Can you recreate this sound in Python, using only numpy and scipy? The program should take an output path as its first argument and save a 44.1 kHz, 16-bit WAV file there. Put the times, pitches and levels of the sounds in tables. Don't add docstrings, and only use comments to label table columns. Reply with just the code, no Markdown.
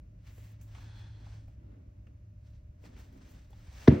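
import sys
import numpy as np
from scipy import signal
from scipy.fft import rfft, irfft
from scipy.io import wavfile
from scipy.ndimage import uniform_filter1d

SR = 44100
rng = np.random.default_rng(int(sys.argv[2]) if len(sys.argv) > 2 else 0)


def generate_wav(sig):
    pcm = np.round(np.clip(np.atleast_2d(sig).T, -1, 1) * 32767).astype(np.int16)
    wavfile.write(sys.argv[1], SR, pcm)


N = 176400

# time_s, cloth_db, hiss_db
HAND_MOVES = [
    [(.19, -79, -105), (.235, -77, -92), (.275, -61, -77), (.33, -68.5, -77.5), (.37, -68, -73.5),
     (.46, -65, -75.5), (.52, -68.5, -76), (.56, -74.5, -96), (.6, -83, -100)],
    [(.6, -75, -100), (.62, -70, -74), (.655, -75, -75), (.69, -70, -84), (.77, -61, -82),
     (.83, -61.5, -80), (.91, -66, -94), (.99, -64.5, -81), (1.05, -67, -95), (1.16, -71.5, -100),
     (1.25, -66, -89), (1.36, -63.5, -88), (1.43, -74.5, -96), (1.55, -79, -102)],
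    [(2.38, -90, -108), (2.47, -72, -90), (2.51, -79, -91), (2.56, -75, -100), (2.62, -90, -108)],
    [(2.79, -80, -104), (2.825, -72.5, -83), (2.855, -56.5, -76), (2.9, -69.5, -89), (2.95, -68, -96),
     (2.99, -60, -74), (3.05, -66, -82), (3.11, -72, -90), (3.18, -69, -83), (3.22, -70, -95)],
    [(3.22, -70.5, -89), (3.27, -64, -82), (3.31, -68, -73), (3.37, -65.5, -84), (3.48, -74, -90),
     (3.6, -66.5, -81.5), (3.69, -64.5, -84), (3.81, -54.5, -69.5), (3.87, -56, -75.5), (4, -58, -79.5)],
]
# centre_hz, boost_db, trim_db
MOVE_EQ = [(2260, 3.5, -2), (750, 2.5, -.5), (4220, 3, -1.5), (1090, 1.5, -1.5), (1800, 0.5, 0)]
# frequency_hz, gain_db
RUSTLE_EQ = [(150, 2), (350, 0), (600, 1), (900, 1), (1200, -1), (1800, 0.5), (2800, -2), (3500, -4),
             (4800, -4.5), (6300, -6), (7200, -16.5), (8100, -12.5), (9000, -84), (16000, -56)]
# frequency_hz, gain_db
HIGH_HISS_EQ = [(3000, -16), (7500, 0), (9200, -27), (10800, -5), (13000, -4), (15500, 2)]
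# start_s, body_hz, body_db, snap_db, tick_db
TAP_CUES = [(0.379, 417, -55, -69, -92), (0.612, 600, -86, -68, -59), (0.749, 1080, -56, -54, -85),
            (.781, 885, -56, -59.5, -90), (1.266, 805, -54, -83, -94), (1.479, 590, -59.5, -72, -75),
            (2.068, 477, -59.5, -66, -87), (2.839, 453, -56, -63, -84), (2.852, 700, -58, -76, -82),
            (2.965, 400, -56.5, -62.5, -74), (2.988, 420, -58, -78, -75), (3.126, 400, -83, -86, -70),
            (3.504, 426, -60.5, -87, -68), (3.532, 790, -65, -78, -92)]
# frequency_hz, gain_db
SNAP_EQ = [(500, -6), (1500, -0.5), (2500, 3), (4000, -14), (6500, -14.5), (9000, -30.5), (15000, -63.5)]
# start_s, pitch_hz, level_db, t60_s
PING_CUES = [(.612, 6300, -65, .06), (.781, 892, -54.5, 0.079), (2.069, 2740, -72.5, 0.08),
             (3.53, 855, -54.5, 0.036), (3.53, 3410, -61, 0.032)]
# pitch_hz, width_hz, gain_db
TUBE_MODES = [(900, 99, 1), (1610, 490, 0), (2510, 200, -2.5), (3415, 330, 4), (4160, 520, 1),
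              (5090, 320, -7.5)]
# time_s, level_db
CUFF_ENVELOPE = [(.68, -90), (.78, -73), (.9, -67.5), (.99, -63), (1.12, -71.5), (1.28, -74.5), (1.45, -85)]
# pitch_hz, level_db, t60_s
TABLETOP_MODES = [(85, -18.8, .3), (143, -1.8, .051), (252, -1, .039), (341, -9.3, .048),
                  (400, -14.2, .057), (450, -29, .18), (649, -24, .1), (1030, -28, .012), (1480, -27, .012),
                  (2030, -26, .02), (3400, -34, .012), (5500, -46, .012)]
# frequency_hz, gain_db
KNOCK_EQ = [(60, 0.5), (130, -1.4), (250, 0), (470, 0), (550, -9), (650, -1.5), (780, -9), (1000, 2),
            (1300, -16.5), (1600, 0.5), (2050, -1.5), (2600, -19.5), (3400, 2.5), (4600, -6), (6000, 1)]
# frequency_hz, gain_db
CRACK_EQ = [(400, -12), (750, -6), (1000, -1), (2000, 1), (2600, -16), (3500, -11.5), (4800, -16.5),
            (6200, -20), (7300, -40.5), (12000, -36), (15000, -45)]
# frequency_hz, gain_db
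BOOM_EQ = [(20, -39), (45, -20.5), (80, 2.5), (130, -2), (200, -1.5), (280, 2.5), (450, -5.5), (620, -12.5),
           (780, -25), (1400, -28), (2100, -27.5), (2900, -35), (4400, -45), (6500, -64.5), (8500, -66.5),
           (15000, -83)]
# time_s, level_db
ARM_ENVELOPE = [(0, -76.5), (.7, -70.5), (1.3, -64), (1.52, -73), (1.65, -61.5), (1.85, -66.5),
                (2.1, -69.5), (2.4, -90.5), (2.78, -74.5), (2.87, -59.5), (3.1, -67.5), (3.3, -65),
                (3.5, -73.5), (3.85, -65)]
# frequency_hz, gain_db
ARM_EQ = [(90, -22.5), (190, 0), (290, 2.5), (360, -9.5), (500, -14.5), (800, -26.5), (2000, -31),
          (4000, -41), (9000, -60)]
# frequency_hz, gain_db
RUMBLE_EQ = [(12, -49), (20, -14.5), (59, 4), (106, -3), (137, -9), (191, -14), (213, -23), (289, -21),
             (439, -37.5), (614, -32), (746, -44.5), (2760, -48.5), (3260, -55), (6020, -55), (8640, -69),
             (15500, -62.5)]
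# time_s, level_db
HUM_ENVELOPE = [(0, -76), (.25, -55), (.45, -51), (.8, -49.5), (1.35, -48.5), (1.65, -56), (2.2, -55.5),
                (4, -70.5)]
# frequency_hz, side_db
HAND_WIDTH = [(200, -22.5), (700, 0), (1300, -6), (2400, -4.5), (4400, -11.5), (6500, -1.5), (8100, 13.5),
              (11000, 10.5), (15000, -30)]
# frequency_hz, side_db
BOOM_WIDTH = [(60, -27.5), (200, -23), (380, -6.5), (700, 0), (1300, -3), (4400, -6.5)]
# frequency_hz, side_db
ROOM_WIDTH = [(60, -46), (110, -27.5), (200, -17), (380, -2.5), (700, 6), (2400, -0.5), (4400, -7),
              (8100, 9.5), (15000, -5)]

BIN_HZ = np.arange(N // 2 + 1) * SR / N


def stitching_rustle(t):
    cloth_trim_db, hiss_trim_db, flutter_db = -2.5, 3.5, 0.84
    fade_db_per_s, bell_octaves = 1000, 0.54
    rub_spectrum = rfft(stereo(fibres, RUSTLE_EQ, HAND_WIDTH))
    cloth, hiss_envelope = 0, 0
    for move, (centre_hz, boost_db, trim_db) in zip(HAND_MOVES, MOVE_EQ):
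        time_s, cloth_db, hiss_db = np.array(move).T
        outside_move_s = np.abs(t - np.clip(t, time_s[0], time_s[-1]))
        fade_db = -fade_db_per_s * outside_move_s
        bell = np.exp(-np.log2((BIN_HZ + 1) / centre_hz) ** 2 / (2 * bell_octaves ** 2))
        rub = irfft(rub_spectrum * gain(trim_db + boost_db * bell), N)
        cloth += rub * gain(np.interp(t, time_s, cloth_db) + fade_db)
        hiss_envelope = np.maximum(hiss_envelope, gain(np.interp(t, time_s, hiss_db) + fade_db))
    flutter = gain(flutter_db * wander(rate_hz=76))
    hiss = hiss_envelope * stereo(fibres, HIGH_HISS_EQ, HAND_WIDTH)
    return flutter * (gain(cloth_trim_db) * cloth + gain(hiss_trim_db) * hiss)


def fibres():
    slips_per_s, spread_db, slip_share = 1100, 1.5, 0.32
    slips = (rng.random(N) < slips_per_s / SR) * np.sign(noise())
    slips *= gain(spread_db * np.minimum(rng.exponential(size=N), 2 * np.e))
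    return np.sqrt(slip_share) * unit_rms(slips) + np.sqrt(1 - slip_share) * noise()


def handle_knock(t):
    knock_s, crack_s, rattle_s, predelay_s = 3.87219, 3.879, 3.92, 0.0062
    delayed_wave = np.r_[np.zeros(round(knock_s * SR)), bending_wave(t)][:N]
    thud = delayed_wave * np.clip((t - knock_s) / 0.004, 0, 1)
    crack = stereo(noise, CRACK_EQ, HAND_WIDTH) * decay(t - crack_s, t60_s=0.028, rise_s=0.00042)
    boom = stereo(noise, BOOM_EQ, BOOM_WIDTH) * decay(t - knock_s - predelay_s, t60_s=0.52, rise_s=0.012)
    rattle = stereo(noise, SNAP_EQ, HAND_WIDTH) * decay(t - rattle_s, t60_s=0.04, rise_s=0.0016)
    return gain(0.5) * thud + gain(-24) * crack + gain(-21) * boom + gain(-45) * rattle


def bending_wave(t):
    travel_s_at_1_hz, knee_hz, low_cut_hz, high_cut_hz = 0.1847, 1500, 66, 5800
    bounce_s, bounce_db, bounce_cut_hz = 0.0415, -14, 600
    ring = sum(gain(db) * np.exp(-np.log(1000) * t / t60_s) * np.sin(2 * np.pi * hz * t)
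               for hz, db, t60_s in TABLETOP_MODES)
    below_knee = 2 * np.sqrt(np.minimum(BIN_HZ, knee_hz))
    above_knee = np.maximum(BIN_HZ - knee_hz, 0) / np.sqrt(knee_hz)
    dispersion = np.exp(-2j * np.pi * travel_s_at_1_hz * (below_knee + above_knee))
    band = BIN_HZ ** 6 / (BIN_HZ ** 6 + low_cut_hz ** 6) / (1 + (BIN_HZ / high_cut_hz) ** 12)
    hit = -rfft(equalise(ring, KNOCK_EQ)) * dispersion * band
    bounce = gain(bounce_db) * np.exp(-2j * np.pi * BIN_HZ * bounce_s)
    bounce /= 1 + (BIN_HZ / bounce_cut_hz) ** 2
    return irfft(hit * (1 + bounce), N)


def small_taps(t):
    snap = stereo(noise, SNAP_EQ, HAND_WIDTH)
    tick = stereo(noise, HIGH_HISS_EQ, HAND_WIDTH)
    skirt = 2 ** 1.72
    taps = 0
    for start_s, hz, body_db, snap_db, tick_db in TAP_CUES:
        age_s = t - start_s
        body_eq = [(hz / skirt ** 2, -70), (hz / skirt, -28), (hz, 0),
                   (hz * skirt, -28), (hz * skirt ** 2, -70)]
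        body = gain(body_db) * stereo(noise, body_eq, HAND_WIDTH)
        click = gain(snap_db) * snap + gain(tick_db) * tick
        room_tail = gain(-21.5) * decay(age_s, t60_s=0.25, rise_s=0.01)
        taps += body * (decay(age_s, t60_s=0.041, rise_s=0.0008) + room_tail)
        taps += click * (decay(age_s, t60_s=0.045, rise_s=0.0004) + room_tail)
    return taps


def metal_pings(t):
    return sum(gain(db) * decay(t - start_s, t60_s, rise_s=0.0005)
               * np.sin(2 * np.pi * hz * (t - start_s)) for start_s, hz, db, t60_s in PING_CUES)


def cuff_on_tube(t):
    resonance = sum(gain(db) / (1 + 2j * (BIN_HZ - hz) / width_hz) ** 2
                    for hz, width_hz, db in TUBE_MODES)
    air = stereo(lambda: irfft(rfft(fibres()) * resonance, N),
                 eq=[(200, -20), (700, 6), (6000, 0), (9000, -20)], width=HAND_WIDTH)
    return air * gain(np.interp(t, *np.transpose(CUFF_ENVELOPE), left=-130, right=-130))


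def arms_on_table(t):
    level_db = np.interp(t, *np.transpose(ARM_ENVELOPE)) + 3.3 * wander(rate_hz=25.7)
    return gain(level_db) * stereo(fibres, ARM_EQ, ROOM_WIDTH)


def room_tone(t):
    rumble = gain(-51 + 0.3 * wander(rate_hz=5.29)) * stereo(noise, RUMBLE_EQ, ROOM_WIDTH)
    hum = gain(np.interp(t, *np.transpose(HUM_ENVELOPE))) * wavering_tone(pitch_hz=106.3, drift=0.0029)
    whine = gain(-82.5 + 0.9 * wander(rate_hz=20)) * wavering_tone(pitch_hz=597.5, drift=0.0054)
    return rumble + hum + whine


def wavering_tone(pitch_hz, drift):
    hz = pitch_hz * (1 + drift * wander(rate_hz=11))
    return np.sqrt(2) * np.sin(2 * np.pi * np.cumsum(hz) / SR)


def stereo(source, eq, width):
    mid = unit_rms(equalise(source(), eq))
    side = equalise(unit_rms(equalise(source(), eq)), width)
    return np.array([mid + side, mid - side])


def equalise(x, eq):
    hz, db = np.transpose(eq)
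    return irfft(rfft(x) * gain(np.interp(np.log(BIN_HZ + 1), np.log(hz), db)), N)


def wander(rate_hz):
    hold = int(SR / rate_hz)
    steps = np.repeat(rng.standard_normal(N // hold + 1), hold)
    return 1.34 * uniform_filter1d(uniform_filter1d(steps, hold), hold)[:N]


def decay(age_s, t60_s, rise_s):
    age_s = np.maximum(age_s, 0)
    fall = np.exp(-np.minimum(np.log(1000) * age_s / t60_s, 10 * np.pi))
    return (1 - np.exp(-age_s / rise_s)) * fall


def noise():
    return rng.standard_normal(N)


def gain(db):
    return 10 ** (np.asarray(db) / 20)


def unit_rms(x):
    return x / np.sqrt(np.mean(x ** 2))


def scene():
    t = np.arange(N) / SR
    return (room_tone(t) + stitching_rustle(t) + cuff_on_tube(t) + arms_on_table(t)
            + small_taps(t) + metal_pings(t) + handle_knock(t))


def record(dry):
    cutoff_hz = 15800
    return signal.sosfilt(signal.ellip(10, 0.1, 80, cutoff_hz, fs=SR, output="sos"), dry)


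dry = scene()
out = record(dry)
generate_wav(out)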